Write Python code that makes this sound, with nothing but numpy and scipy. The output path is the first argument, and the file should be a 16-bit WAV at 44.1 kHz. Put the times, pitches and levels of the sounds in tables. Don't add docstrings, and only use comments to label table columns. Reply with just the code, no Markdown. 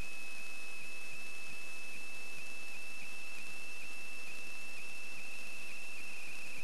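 import sys
import numpy as np
from scipy import signal
from scipy.fft import rfft, irfft, next_fast_len
from scipy.io import wavfile
from scipy.ndimage import uniform_filter1d

SR = 44100
rng = np.random.default_rng(int(sys.argv[2]) if len(sys.argv) > 2 else 0)


def output_pcm(signal):
    pcm = np.clip(np.atleast_2d(signal).T, -1, 1) * 32767
    wavfile.write(sys.argv[1], SR, np.round(pcm).astype(np.int16))


N = 292414

# time in seconds, pitch at rest in Hz before any rebound,
# basic sag under the load of each frame in Hz (below zero counts as none).
SUPPLY_DRIFT = [(0, 2577, -0.5), (.8, 2588, 0), (.86, 2598, 0.5), (1.1, 2606, 0), (1.17, 2614, 0.5),
                (1.48, 2611, 0), (1.92, 2612, 0), (1.98, 2620, 0), (2.36, 2627, 0), (2.72, 2624, 0),
                (2.78, 2640, 18), (3.36, 2663, 32), (3.65, 2661, 16), (4.26, 2660, 33), (4.76, 2666, 29.5),
                (5.16, 2676, 46), (5.45, 2677, 72), (5.96, 2685, 88), (6.14, 2676, 122),
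                (6.63, 2640, 114.5)]
# start in seconds, length in ms,
# share of its load (0-1) that a step draws at first, full sag of steps one, two and three in Hz before stutter,
# extra sag of the frames just after in Hz.
LOAD_BURSTS = [(-0.0025, 34.0, 0.55, 99, 13.0, 136, 0.0), (0.368, 31.0, 0.37, 17.0, 150, 73, -2),
               (0.81, 34.0, 0.34, 163, 146, 114, 0.5), (1.119, 33.0, 0.7, 155, 6.1, 125, -0.5),
               (1.494, 37.0, 0.85, 43, 116, 11.8, 0.0), (1.93, 34.0, 0.12, 160, 196, 217, 0.5),
               (2.3724, 33.0, 0.65, 77.0, 212.0, 118, -1), (2.733, 31.5, 0.84, 80, 185, 95.0, 3.0),
               (3.0104, 32.5, 0.4, 300, 230, 280, 26.0), (3.3694, 34.5, 0.83, 160, 209.0, 186.0, 35.5),
               (3.813, 31.0, 0.85, 111.0, 247.0, 133.0, 12.0), (4.2755, 35.5, 0.87, 223.0, 76, 173, 32.0),
               (4.7724, 36.5, 0.71, 200, 251.0, 134, 30.0), (5.1713, 37.5, 0.84, 135, 288.0, 65, 30.0),
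               (5.685, 35.0, 0.55, 213, 230, 300, 24.0), (5.9715, 34.5, 0.85, 192.0, 260.0, 261.0, 5.0),
               (6.2743, 36.0, 0.9, 271.0, 185, 224, 0.5), (6.569, 34.0, 0.7, 260, 240, 270.0, 0.0)]
# multiple of the pitch, clock in Hz.
WHINE_PARTIALS = [(1, 0), (2, 0), (3, 0), (-1, 12100.6), (-2, 12100.6), (1, 3897.6), (-1, 3897.6),
                  (1, 7799.2), (1, 8197.9), (-1, 11702), (-2, 16000.2), (1, 4300.3)]
PARTIAL_DB = [-48.5, -67, -81, -70.5, -103, -74, -73.5, -78, -78, -81, -73, -88]
COMB_SHIFT_HZ = [0, 68.6, 197.2, 211.2, 110.2, 96.4]
# frequency in Hz, level in dB rms.
COMB_SHAPES = [
    [(250, -73), (550, -73), (1100, -78), (1600, -86), (2200, -86)],
    [(300, -83), (600, -80), (1700, -82), (2300, -84), (3500, -86), (4000, -88)],
    [(190, -75), (500, -77), (800, -80), (1300, -80), (3100, -82), (5000, -89)],
    [(200, -82), (2900, -81), (3700, -81), (4200, -74), (4750, -79), (5000, -86), (5250, -80), (5500, -82),
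     (6900, -83), (9000, -91)],
    [(7000, -90), (8300, -87), (10000, -88), (11200, -89), (11700, -85), (12100, -91), (12600, -94)],
    [(6700, -88), (7300, -90), (7800, -86), (8700, -92)],
]
CLOCK_TONE_HZ = [325.8, 375, 400, 750, 1125, 1342.7, 4000.6, 5440.6, 5681.6, 6056.6, 8198.4, 9945.7,
                 10561.8]
CLOCK_TONE_DB = [-82.5, -73.5, -84, -79.5, -86, -81, -83, -76, -87, -75, -81, -78.5, -89]
# frequency in Hz, relative density in dB per Hz.
HISS_SPECTRUM = [(60, -30), (85, 1), (150, -55), (190, 1.5), (400, 0), (1000, -2.5), (2000, -2.5),
                 (4000, -4), (7000, -6), (10000, -10.5), (12000, -11.5), (12700, -15)]
# centre in seconds, level at the centre in dB rms.
LOW_NOISE_SWELLS = [(.03, -65), (.38, -70), (.83, -61), (1.14, -60), (1.51, -58.5), (1.96, -62),
                    (2.17, -68), (2.39, -58.5), (2.76, -68), (2.89, -72), (3.03, -62), (3.39, -66),
                    (3.5, -62), (3.85, -63), (4.29, -69), (4.42, -69), (4.78, -61.5), (4.92, -68),
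                    (5.18, -62.5), (5.59, -68), (5.72, -70.5), (5.99, -65), (6.29, -61), (6.47, -65),
                    (6.59, -62)]

FRAME_S, FRAME_START_S = .04, .0085
LONG_TASK, LONG_TASK_SPREAD, PAUSE, SHORT_TASK = .45, .0588, .066, .09
WEIGHT_SPREAD = .219
RIPPLE_HZ, RIPPLE_SHARE = 94.3, .29
SETTLE_S, JITTER_HZ = .00039, 14.4
FULL_LOAD_FROM = .6
STUTTER_LO_HZ, STUTTER_HI_HZ, STUTTER_SHARE = 90, 300, .33
REBOUND_HZ, REBOUND_S, BACKLOG_S = 14, .22, .16
WHINE_FLICKER_DB = .33
TICK_HZ, TICK_START_S, TICK_SCATTER_DB = 265.772, .00094, -43
HISS_DB, HISS_FLICKER_DB = -56.5, 1.5
FIELD_HZ, FIELD_START_S = 59.949, -.0002
FIELD_DB, FIELD_SCATTER_DB = -51, 5.5
LOUD_FROM, LOUD_TO = .63, .835
LOUD_DB, LOUD_SWELL_DB, LOUD_SCATTER_DB = -42.5, 8, 1.4
SWELL_S, SWELL_TOP_S = 1.0009, .42
LEAD_SHARE, LEAD_S = .19, .0002
LOW_SWELL_S, LOW_NOISE_LO_HZ, LOW_NOISE_HI_HZ = .018, 76, 258
OFFSET = .0284
TOP_HZ = 12760


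def undb(db):
    return 10 ** (np.asarray(db) / 20)


def level(x, db):
    return x * undb(db) / np.sqrt(np.mean(x ** 2))


def band(x, lo_hz, hi_hz):
    return signal.sosfilt(signal.butter(2, [lo_hz, hi_hz], "band", fs=SR, output="sos"), x)


def band_noise(lo_hz, hi_hz):
    return level(band(rng.standard_normal(N), lo_hz, hi_hz), 0)


def spikes(times, sizes):
    out = np.zeros(N)
    samples = np.clip((np.asarray(times) * SR).astype(int), 0, N - 1)
    np.add.at(out, samples, sizes)
    return out


def tone(phase, db):
    return np.sqrt(2) * undb(db) * np.cos(phase)


def burst_sag(t):
    sag_hz = np.zeros(N)
    for start, ms, first_share, *steps_hz, _ in LOAD_BURSTS:
        step, place = np.divmod((t - start) / ms * 1000 * len(steps_hz), 1)
        share = np.where(place > FULL_LOAD_FROM, 1, first_share)
        sag_hz += share * sum(hz * (step == k) for k, hz in enumerate(steps_hz))
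    return sag_hz * (1 + STUTTER_SHARE * band_noise(STUTTER_LO_HZ, STUTTER_HI_HZ))


def since_burst(t):
    rows = [(-np.inf, 0)]
    rows += [(start + ms / 1000, row[-1]) for start, ms, *row in LOAD_BURSTS]
    ends, extra_hz = np.transpose(rows)
    last = np.searchsorted(ends, t) - 1
    return t - ends[last], extra_hz[last]


def load_sag(t, frame_hz):
    frame, place = np.divmod((t - FRAME_START_S) / FRAME_S + 1, 1)
    frame_chance = rng.standard_normal((int(frame[-1]) + 1, 2))
    chance = frame_chance[frame.astype(int)].T
    long_end = LONG_TASK + LONG_TASK_SPREAD * chance[0]
    weight = 1 + WEIGHT_SPREAD * chance[1]
    short_start = long_end + PAUSE
    in_short = (place > short_start) & (place < short_start + SHORT_TASK)
    tasks = (place < long_end) | in_short
    ripple = 1 + RIPPLE_SHARE * band_noise(RIPPLE_HZ / 1.273, RIPPLE_HZ * 1.376)
    load = np.maximum(frame_hz * weight * tasks * ripple, burst_sag(t))
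    settle = max(int(SETTLE_S * SR), 1)
    return uniform_filter1d(uniform_filter1d(load, settle), settle)


def supply_whine(t):
    times, rest_hz, frame_hz = np.transpose(SUPPLY_DRIFT)
    since, extra_hz = since_burst(t)
    jitter = JITTER_HZ * band_noise(21, 260)
    rest = np.interp(t, times, rest_hz) + REBOUND_HZ * np.exp(-since / REBOUND_S)
    frames = np.maximum(np.interp(t, times, frame_hz), 0)
    frames = frames + extra_hz * np.exp(-since / BACKLOG_S)
    pitch = rest - load_sag(t, frames) + jitter
    phase = 2 * np.pi * np.cumsum(pitch) / SR
    whine = np.zeros(N)
    for (multiple, clock_hz), db in zip(WHINE_PARTIALS, PARTIAL_DB):
        whine += tone(multiple * phase + 2 * np.pi * clock_hz * t, db)
    return whine * undb(WHINE_FLICKER_DB * band_noise(2.5, 61))


def ticks(t):
    out = np.zeros(N)
    for shift, shape in zip(COMB_SHIFT_HZ, COMB_SHAPES):
        hz, db = np.transpose(shape)
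        turn = 2 * np.pi * (shift * t + rng.random())
        for k in range(int(hz[0] / TICK_HZ), int(hz[-1] / TICK_HZ) + 1):
            line_hz = max(k * TICK_HZ + shift, 1)
            if .9 * hz[0] <= line_hz <= 1.02 * hz[-1]:
                line_db = np.interp(np.log(line_hz), np.log(hz), db)
                out += tone(2 * np.pi * k * TICK_HZ * (t - TICK_START_S) + turn, line_db)
    times = np.arange(TICK_START_S, N / SR, 1 / TICK_HZ)
    scatter = spikes(times, rng.standard_normal(len(times)))
    return out + undb(TICK_SCATTER_DB) * scatter


def clock_tones(t):
    return sum(tone(2 * np.pi * (hz * t + rng.random()), db) for hz, db in zip(CLOCK_TONE_HZ, CLOCK_TONE_DB))


def hiss():
    hz, db = np.transpose(HISS_SPECTRUM)
    size = next_fast_len(N)
    bins = np.maximum(np.arange(size // 2 + 1) * SR / size, 1)
    shape = undb(np.interp(np.log(bins), np.log(hz), db))
    noise = irfft(rfft(rng.standard_normal(size)) * shape, size)[:N]
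    return level(noise, HISS_DB) * undb(HISS_FLICKER_DB * band_noise(1.7, 174))


def field_clicks():
    fields = np.arange(1, int(N / SR * FIELD_HZ)) / FIELD_HZ + FIELD_START_S
    chance = rng.standard_normal((len(fields), 3)).T
    place = (fields - TICK_START_S) * TICK_HZ % 1
    swell = np.cos(2 * np.pi * (fields - SWELL_TOP_S) / SWELL_S)
    weak_db = FIELD_DB + FIELD_SCATTER_DB * chance[2]
    loud_db = LOUD_DB + LOUD_SWELL_DB * swell + LOUD_SCATTER_DB * chance[2]
    db = np.where((place > LOUD_FROM) & (place < LOUD_TO), loud_db, weak_db)
    times = fields + .0003 * chance[0]
    sizes = np.sign(chance[1]) * undb(db)
    clicks = spikes(times, sizes) + spikes(times - LEAD_S, LEAD_SHARE * sizes)
    return uniform_filter1d(clicks, size=3) * 3


def low_noise_swells(t):
    noise = band_noise(LOW_NOISE_LO_HZ, LOW_NOISE_HI_HZ)
    low = level(band(noise, LOW_NOISE_LO_HZ, LOW_NOISE_HI_HZ), 0)
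    swells = sum(undb(db) * np.exp(-.5 * ((t - s) / LOW_SWELL_S) ** 2) for s, db in LOW_NOISE_SWELLS)
    return low * swells


def scene():
    t = np.arange(N) / SR
    mix = supply_whine(t) + ticks(t) + clock_tones(t) + hiss() + field_clicks() + low_noise_swells(t)
    return mix[None]


def record(dry):
    top_cut = signal.ellip(16, .3, 60, TOP_HZ, fs=SR, output="sos")
    return signal.sosfilt(top_cut, dry) + OFFSET


dry = scene()
out = record(dry)
output_pcm(out)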